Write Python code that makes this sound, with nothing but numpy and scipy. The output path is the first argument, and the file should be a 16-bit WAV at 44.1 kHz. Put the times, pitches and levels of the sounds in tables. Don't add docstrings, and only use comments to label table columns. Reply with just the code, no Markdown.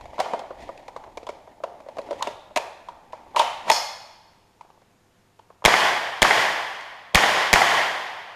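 import sys
import numpy as np
from scipy import signal
from scipy.fft import rfft, irfft
from scipy.io import wavfile
from scipy.ndimage import uniform_filter1d

SR = 44100
rng = np.random.default_rng(int(sys.argv[2]) if len(sys.argv) > 2 else 0)


def master(y):
    cut = np.clip(np.atleast_2d(y).T, -1, 1)
    pcm = np.round(cut * 32767)
    wavfile.write(sys.argv[1], SR, pcm.astype(np.int16))


def natural_amplitude(level_db):
    exponent = np.asarray(level_db, float) / 20
    return 10 ** exponent


N = 368235

# f/Hz, density level/dB
AIR_COLOUR = [(15, -43.5), (25, -10), (68, -26), (102, -1.5), (152, -22.5), (188, 2), (258, -13.5),
              (405, -9), (462, -20), (706, -15), (14100, -36.5)]
AIR_DB = -62.5
# f/Hz, level/dB
LAMP_HUM = [(102.3, -72), (199.2, -80), (398.4, -80), (500.6, -78), (699.8, -79), (899.0, -83)]
# f/Hz, density level/dB
CLOTH_COLOUR = [(24, -29.5), (40, 3), (151, -20.5), (192, 4.5), (466, 0.5), (904, 10.5), (1240, -30),
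                (1890, -6.5), (2660, -17), (3320, -17.5), (14100, -40.5)]
# t/s, cloth level/dB, body sway level/dB
MOTION = [(.08, -47, -51), (.3, -42, -70), (.53, -50.5, -61), (.62, -43, -52), (.84, -49.5, -63),
          (1.1, -52, -58.5), (1.66, -56.5, -70), (1.9, -50.5, -67), (2.14, -44.5, -55), (2.31, -41, -64),
          (2.36, -59.5, -61), (2.73, -57, -67), (3.3, -52, -63), (3.4, -45.5, -66), (3.62, -52.5, -60),
          (3.699, -28, -72), (3.9, -82, -67.5), (8.3, -83, -91)]
BRIGHT_DB, BRIGHT_PER_DB = 3, 0.58

# t/s, peak level/dB, f/Hz, metal part under the blow/dB
GEAR = [(.009, -33, 880, -8), (.055, -30.5, 708, -9.5), (.131, -32, 668, -30), (0.181, -21, 1040, -15.5),
        (0.19, -15.5, 695, -12), (.202, -9.5, 753, -35), (.257, -21.5, 940, -30), (.334, -14, 664, -15.5),
        (.392, -28.5, 859, -3.5), (0.44, -33, 853, -30), (.506, -24, 582, -26), (.69, -22.5, 575, -19),
        (.88, -28.5, 880, -4.5), (.962, -23, 870, -15), (1.038, -32.5, 783, -13), (1.076, -34.5, 654, -30),
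        (1.172, -25, 653, -7), (1.229, -31, 503, -12), (1.267, -28, 942, -6), (1.289, -20.5, 584, -10.5),
        (1.474, -33.5, 650, -22), (1.602, -33, 638, -30), (1.636, -16.5, 674, -14), (1.802, -34, 590, -13),
        (1.862, -33, 580, -30), (1.886, -27.5, 640, -12.5)]
# t/s, peak level/dB, f/Hz, metal part under the blow/dB
RELOAD = [(1.968, -25.5, 735, -14), (1.984, -19.5, 564, -11), (2.088, -26.5, 570, -25),
          (2.108, -19.5, 570, -10), (2.128, -24, 585, -11.5), (2.207, -23, 1015, -31),
          (2.221, -16.5, 972, -36.5), (2.271, -15.5, 600, -8.5), (2.507, -38.5, 611, -26.5),
          (2.561, -13.5, 662, -32.5), (2.572, -15.5, 950, -31.5), (2.885, -24.5, 950, -15.5),
          (2.918, -45, 920, -28), (3.131, -23, 897, -16.5), (3.264, -40.5, 746, -32.5),
          (3.346, -25.5, 890, -26), (3.355, -24.5, 890, -25), (3.362, -11, 974, -28.5),
          (3.379, -18, 806, -27), (3.395, -6, 935, -30), (3.413, -12.5, 934, -10), (3.666, -26.5, 939, -24),
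          (3.68, -20, 1010, -6), (3.698, -4.5, 890, -23.5), (3.717, -12, 903, -7)]
# t/s, peak level/dB, f/Hz, metal part under the blow/dB
AIM = [(4.609, -31.5, 917, -11), (4.648, -42, 630, -28), (4.701, -40.5, 844, -11.5), (4.776, -47, 630, -35),
       (4.817, -45, 703, -10), (5.391, -39, 923, -9), (5.502, -37, 990, -21.5), (5.6212, -31, 1030, -22),
       (5.6414, -16.5, 884, -6.5), (6.214, -33.5, 770, -30), (7.139, -26, 750, -26)]
# ring/ms, push length/ms, hall send/dB, metal hall send/dB
TOUCH = [
    (31, 5.7, -9, -18),
    (37.7, 6.5, -10, -15),
    (26, 4, -10, -14),
]
# f/Hz, ring length as a factor, level/dB
HOUSING_MODES = [(640, 0.61, -2), (950, 0.58, -1.5)]
RING_MS_PER_DB, SEND_PER_DB = 1, 0.1145

# t/s, peak level/dB, f/Hz, snap/ms, hall send/dB
STEEL_TICKS = [(.1989, -20, 2320, 53, -11), (.2074, -30.5, 3120, 31, -3), (.7756, -36, 2620, 24, -17),
               (1.3014, -38.5, 2350, 27, -5), (2.0154, -39, 2250, 24, -19),
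               (2.2243, -14.5, 3700, 22, -13.5), (2.5596, -13.5, 2540, 50, -12.5),
               (2.5711, -13, 2650, 35, -30), (3.1233, -43.5, 2540, 33, -5), (3.3613, -15, 3050, 11, 2),
               (3.3932, -9, 3640, 35, -15.5), (3.6995, -4.5, 3460, 22, -15.5), (4.3335, -52, 2180, 22, -17),
               (6.8094, -33.5, 2260, 20, -4)]
SNAP_MS, METAL_HZ, RING_SHARE = 42, (2150, 3500), 0.42
SPARKLE_DB, SPARKLE_PER_DB = -26.5, 0.43

# f/Hz, t60/s
HALL_T60 = [(60, 1.2), (250, 0.57), (600, 1.15), (1500, 1.126), (3500, 1.07), (7000, 0.74), (10000, 0.77),
            (14000, 0.81)]

# f/Hz, level/dB, free ring t60/s
BOLT_MODES = [(2160, -10.5, 0.28), (2550, -12.5, 0.23), (3460, -9.5, .12), (4450, -2.5, 0.27),
              (5070, -0.5, .12), (5260, -0.5, 0.13), (5600, -2.5, 0.078), (6440, -3.5, .07),
              (6350, -19, 0.091), (8340, -7, 0.03), (3036, -6.5, 0.019), (10700, -12, 0.02)]
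BOLT_S, BOLT_DB, BOLT_SEND_DB = 3.715, -17.5, 2.5
BOLT_DAMPING = 0.085

# t/s, tail level/dB, low push level/dB, pillar echo level/dB, gain recovery/s
SHOTS = [
    (5.651, -10, -5, -0.5, 0.2),
    (6.2198, -10, -7.5, -4.5, 0.2),
    (7.1474, -8.5, 1, -4, 0.28),
    (7.5296, -8.5, -2.5, -1.5, 0.25),
]
DELAYS_MS = [-2.2, 0, .4, 4.2, 8.2, 8.4, 12.8, 28, 37, 84, 86.5, 3]
# level/dB, ring f/Hz, ring/ms, crack level/dB, share off the pillar (0 to 1)
ARRIVALS = [(-24, 1100, 7.4, -1.5, 0), (0, 3300, 7, -9, 0.048), (2.5, 890, 5.3, -11, 0),
            (-6.5, 1800, 7.6, -6.5, 0.43), (9.5, 2200, 5.56, -12, 1), (4.5, 700, 5.4, -15.5, 0.98),
            (-12, 3700, 8, -16.5, 0.61), (-17.5, 792, 31, 3.5, 0.38), (-28, 1270, 30, 0.5, 0.15),
            (-17.5, 780, 45, -5, 0.48), (-15, 2050, 12, -3, 0), (-19, 170, 40, -36, 0.34)]
# f/Hz, density level/dB
TAIL_COLOUR = [(24, -56), (40, -50), (151, -13), (218, -14), (433, -8), (466, -12), (707, -2), (1100, -2),
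               (1240, -9.5), (1890, -2), (2660, -11.5), (3240, -8.5), (3850, -16.5), (4800, -15),
               (14100, -34)]
BLAST_DB = 13.5
SMEAR = 0.051

# f/Hz, level/dB
CASE_COLOUR = [(4600, 0), (5200, 0.5), (5900, 0), (6900, 3), (7800, -1), (8700, -0.3), (14000, -1.2)]
EDGE_HZ = 14250
DUCK_DB, AHEAD_S, AHEAD_SHARE = 10.5, 0.022, 0.26


def read(points, hz):
    f, value = np.transpose(points)
    return np.interp(np.log(hz + 1), np.log(f + 1), value)


def evened(x):
    return x / np.sqrt(np.mean(x ** 2) + 1e-20)


def band(x, lo_hz, hi_hz, order=2):
    return signal.sosfilt(signal.butter(order, [lo_hz, hi_hz], "band", fs=SR, output="sos"), x)


def add(mix, s, sound):
    part = mix[round(s * SR):][:len(sound)]
    part += sound[:len(part)]


def noise(colour, size, fade=0, patchy_db=0.44):
    t = np.arange(size // 128 + 5) * 128 / SR
    hz = np.fft.rfftfreq(512, 1 / SR)
    real, imag, patch = rng.standard_normal((len(t), len(hz), 3)).T
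    patch = uniform_filter1d(patch, size=6, axis=0)
    patch = evened(uniform_filter1d(patch, size=10, axis=1))
    db = read(colour, hz)[:, None] + patchy_db * patch
    fall_db = fade * 60 * t / read(HALL_T60, hz)[:, None]
    left = np.hypot(natural_amplitude(-fall_db), natural_amplitude(-10.5 - 0.59 * fall_db))
    spectra = (real + 1j * imag) * natural_amplitude(db) * left
    x = signal.istft(spectra, nperseg=512, noverlap=384)[1][:size]
    return x / np.sqrt(np.mean(x[:4000 if fade else size] ** 2))


def background():
    s, rub_points, sway_points = np.transpose(MOTION)
    t = np.arange(N) / SR
    rub_db = np.interp(t, s, rub_points)
    cloth = band(noise(CLOTH_COLOUR, N, patchy_db=0.6), 140, 15000)
    brightness = natural_amplitude(BRIGHT_DB + BRIGHT_PER_DB * (rub_db + 48)) - 1
    cloth += brightness * band(cloth, 1500, 15000)
    grain = natural_amplitude(2.1 * evened(uniform_filter1d(rng.standard_normal(N), size=500)))
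    rubbing = natural_amplitude(rub_db) * cloth * evened(grain)
    rumble = natural_amplitude(np.interp(t, s, sway_points)) * evened(band(rng.standard_normal(N), 6.7, 90))
    air = natural_amplitude(AIR_DB) * noise(AIR_COLOUR, N)
    hum = sum(np.sqrt(2) * natural_amplitude(db) * np.sin(2 * np.pi * (hz * t + rng.random())) for hz, db in LAMP_HUM)
    return rubbing + rumble + air + hum


def blows():
    return [row + touch for rows, touch in zip((GEAR, RELOAD, AIM), TOUCH) for row in rows]


def ring(hz, t60, size=4096):
    t = np.arange(size) / SR
    return np.sin(2 * np.pi * hz * t) * natural_amplitude(-60 * t / max(t60, .002))


def as_click(sound, shape):
    return shape * np.linalg.norm(sound) / np.linalg.norm(shape)


def knocks(near, send):
    rows = blows()
    t_ms = np.arange(1024) / SR * 1000
    impulse = 1. * (t_ms == 0)
    rags = rng.standard_normal((len(rows), 1024))
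    for (s, db, hz, _, ring_ms, push_ms, send_db, _), rag in zip(rows, rags):
        ring_s = (ring_ms + RING_MS_PER_DB * (db + 27.5)) / 1000
        force = rag * np.exp(-t_ms / push_ms) * np.minimum(t_ms / 0.56, 1)
        push = band(force, 0.55 * hz, 1500)
        housing = sum(natural_amplitude(mode_db) * ring(f, factor * ring_s) for f, factor, mode_db in HOUSING_MODES)
        sound = signal.fftconvolve(push, ring(hz, ring_s) + housing)
        sound *= natural_amplitude(db) / abs(sound).max()
        add(near, s, sound)
        blunt = band(impulse, 0.53 * hz, 1.09 * hz) + 0.024 * ring(hz, 0.015, size=1024)
        add(send, s, natural_amplitude(send_db + SEND_PER_DB * (db + 19)) * as_click(sound, blunt))


def ticks(near, send):
    rows = blows()
    lo_hz, hi_hz = METAL_HZ
    pitches = lo_hz + (hi_hz - lo_hz) * rng.random(len(rows)) ** 2
    shaken = [(s, db + metal_db, hz, SNAP_MS, send_db)
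              for (s, db, _, metal_db, *_, send_db), hz in zip(rows, pitches)]
    rows = STEEL_TICKS + shaken
    n = np.arange(2048)
    rags = rng.standard_normal((len(rows), 2048)) * np.minimum(n / 49.0, 1)
    rags *= natural_amplitude(2.0 * evened(uniform_filter1d(rags[::-1], size=50, axis=1)))
    click = natural_amplitude(-30. * np.arange(1024))
    body = evened(band(click, 1150, 4200))
    sparkle = evened(band(click, 5000, 12500))
    for (s, db, hz, snap_ms, send_db), rag in zip(rows, rags):
        plain = (1 - RING_SHARE) * body - natural_amplitude(SPARKLE_DB + SPARKLE_PER_DB * (db + 31)) * sparkle
        metal = RING_SHARE * evened(ring(hz, 0.007, size=1024))
        snap = rag * natural_amplitude(-6e4 * n / SR / max(snap_ms, 2))
        sound = signal.fftconvolve(snap, plain + metal)
        sound *= natural_amplitude(db) / abs(sound).max()
        add(near, s, sound)
        add(send, s, natural_amplitude(send_db) * as_click(sound, plain + 0.91 * metal))


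def tail(colour, rise_s, fade=1):
    t = np.arange(SR * 3 // 2) / SR
    return noise(colour, len(t), fade) * (1 - np.exp(-(t / rise_s) ** 2))


def bolt(near, send):
    chatter = rng.standard_normal(400) * np.hanning(400) ** 2
    steel = sum(natural_amplitude(db) * ring(hz, BOLT_DAMPING * t60, size=8192) for hz, db, t60 in BOLT_MODES)
    sound = natural_amplitude(BOLT_DB) * steel
    slam = signal.fftconvolve(sound, chatter / np.linalg.norm(chatter))
    add(near, BOLT_S - .003, natural_amplitude(1.0) * slam)
    add(send, BOLT_S, natural_amplitude(BOLT_SEND_DB) * sound)


def shots(out):
    t = np.arange(4096) / SR
    cracks = band(rng.standard_normal((len(SHOTS), len(ARRIVALS), 4096)), 350, 3200, order=1)
    push = 0.066 * np.exp(-((t - .004) / .0017) ** 2) - np.exp(-((t - .0115) / 0.0017) ** 2)
    push = band(push, 24, 400)
    for (s, tail_db, push_db, pillar_db, _), row in zip(SHOTS, cracks):
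        for ms, (db, hz, ring_ms, crack_db, pillar), crack in zip(DELAYS_MS, ARRIVALS, row):
            if ms >= 20:
                crack = band(crack, 440, 2000)
            sound = natural_amplitude(crack_db + 13.0) * crack - np.sin(2 * np.pi * hz * t)
            rise_s = (.8 + SMEAR * max(ms - 13, 0)) / 1e3
            decay = natural_amplitude(-6e4 * np.maximum(t - rise_s + .0008, 0) / ring_ms)
            swell = np.minimum(t / rise_s, 1) * decay
            add(out, s + ms / 1000, natural_amplitude(BLAST_DB + db + pillar * pillar_db) * swell * sound)
        add(out, s - .003, natural_amplitude(push_db) * push)
        add(out, s, natural_amplitude(tail_db) * tail(TAIL_COLOUR, rise_s=0.0014))


def scene():
    near, send = np.zeros((2, N))
    for add_source in (knocks, ticks, bolt):
        add_source(near, send)
    hall = tail([(100, -9), (800, 5), (4000, 8.5), (14000, 8)], rise_s=0.0037, fade=1.407)
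    hall /= np.linalg.norm(hall)
    shots(near)
    reverberant = natural_amplitude(4.5) * signal.fftconvolve(send, hall)[:N]
    return (near + reverberant + background())[None]


def band_limit(x):
    return signal.sosfilt(signal.butter(12, 14280, fs=SR, output="sos"), x)


def record(dry):
    t = np.arange(N) / SR
    dips = [np.interp(t - s, [-AHEAD_S, -.004, -.002, back_s], [0, AHEAD_SHARE, 1, 0])
            for s, *_, back_s in SHOTS]
    duck = np.max(dips, axis=0)
    coloured = irfft(rfft(dry) * natural_amplitude(read(CASE_COLOUR, np.fft.rfftfreq(N, 1 / SR))), N)
    limited = np.clip(coloured * natural_amplitude(-DUCK_DB * duck), -1.05, 1.05)
    edged = signal.oaconvolve(limited, signal.firwin(255, EDGE_HZ, fs=SR)[None], "same")
    return band_limit(np.clip(edged, -1, 1))


dry = scene()
out = record(dry)
master(out)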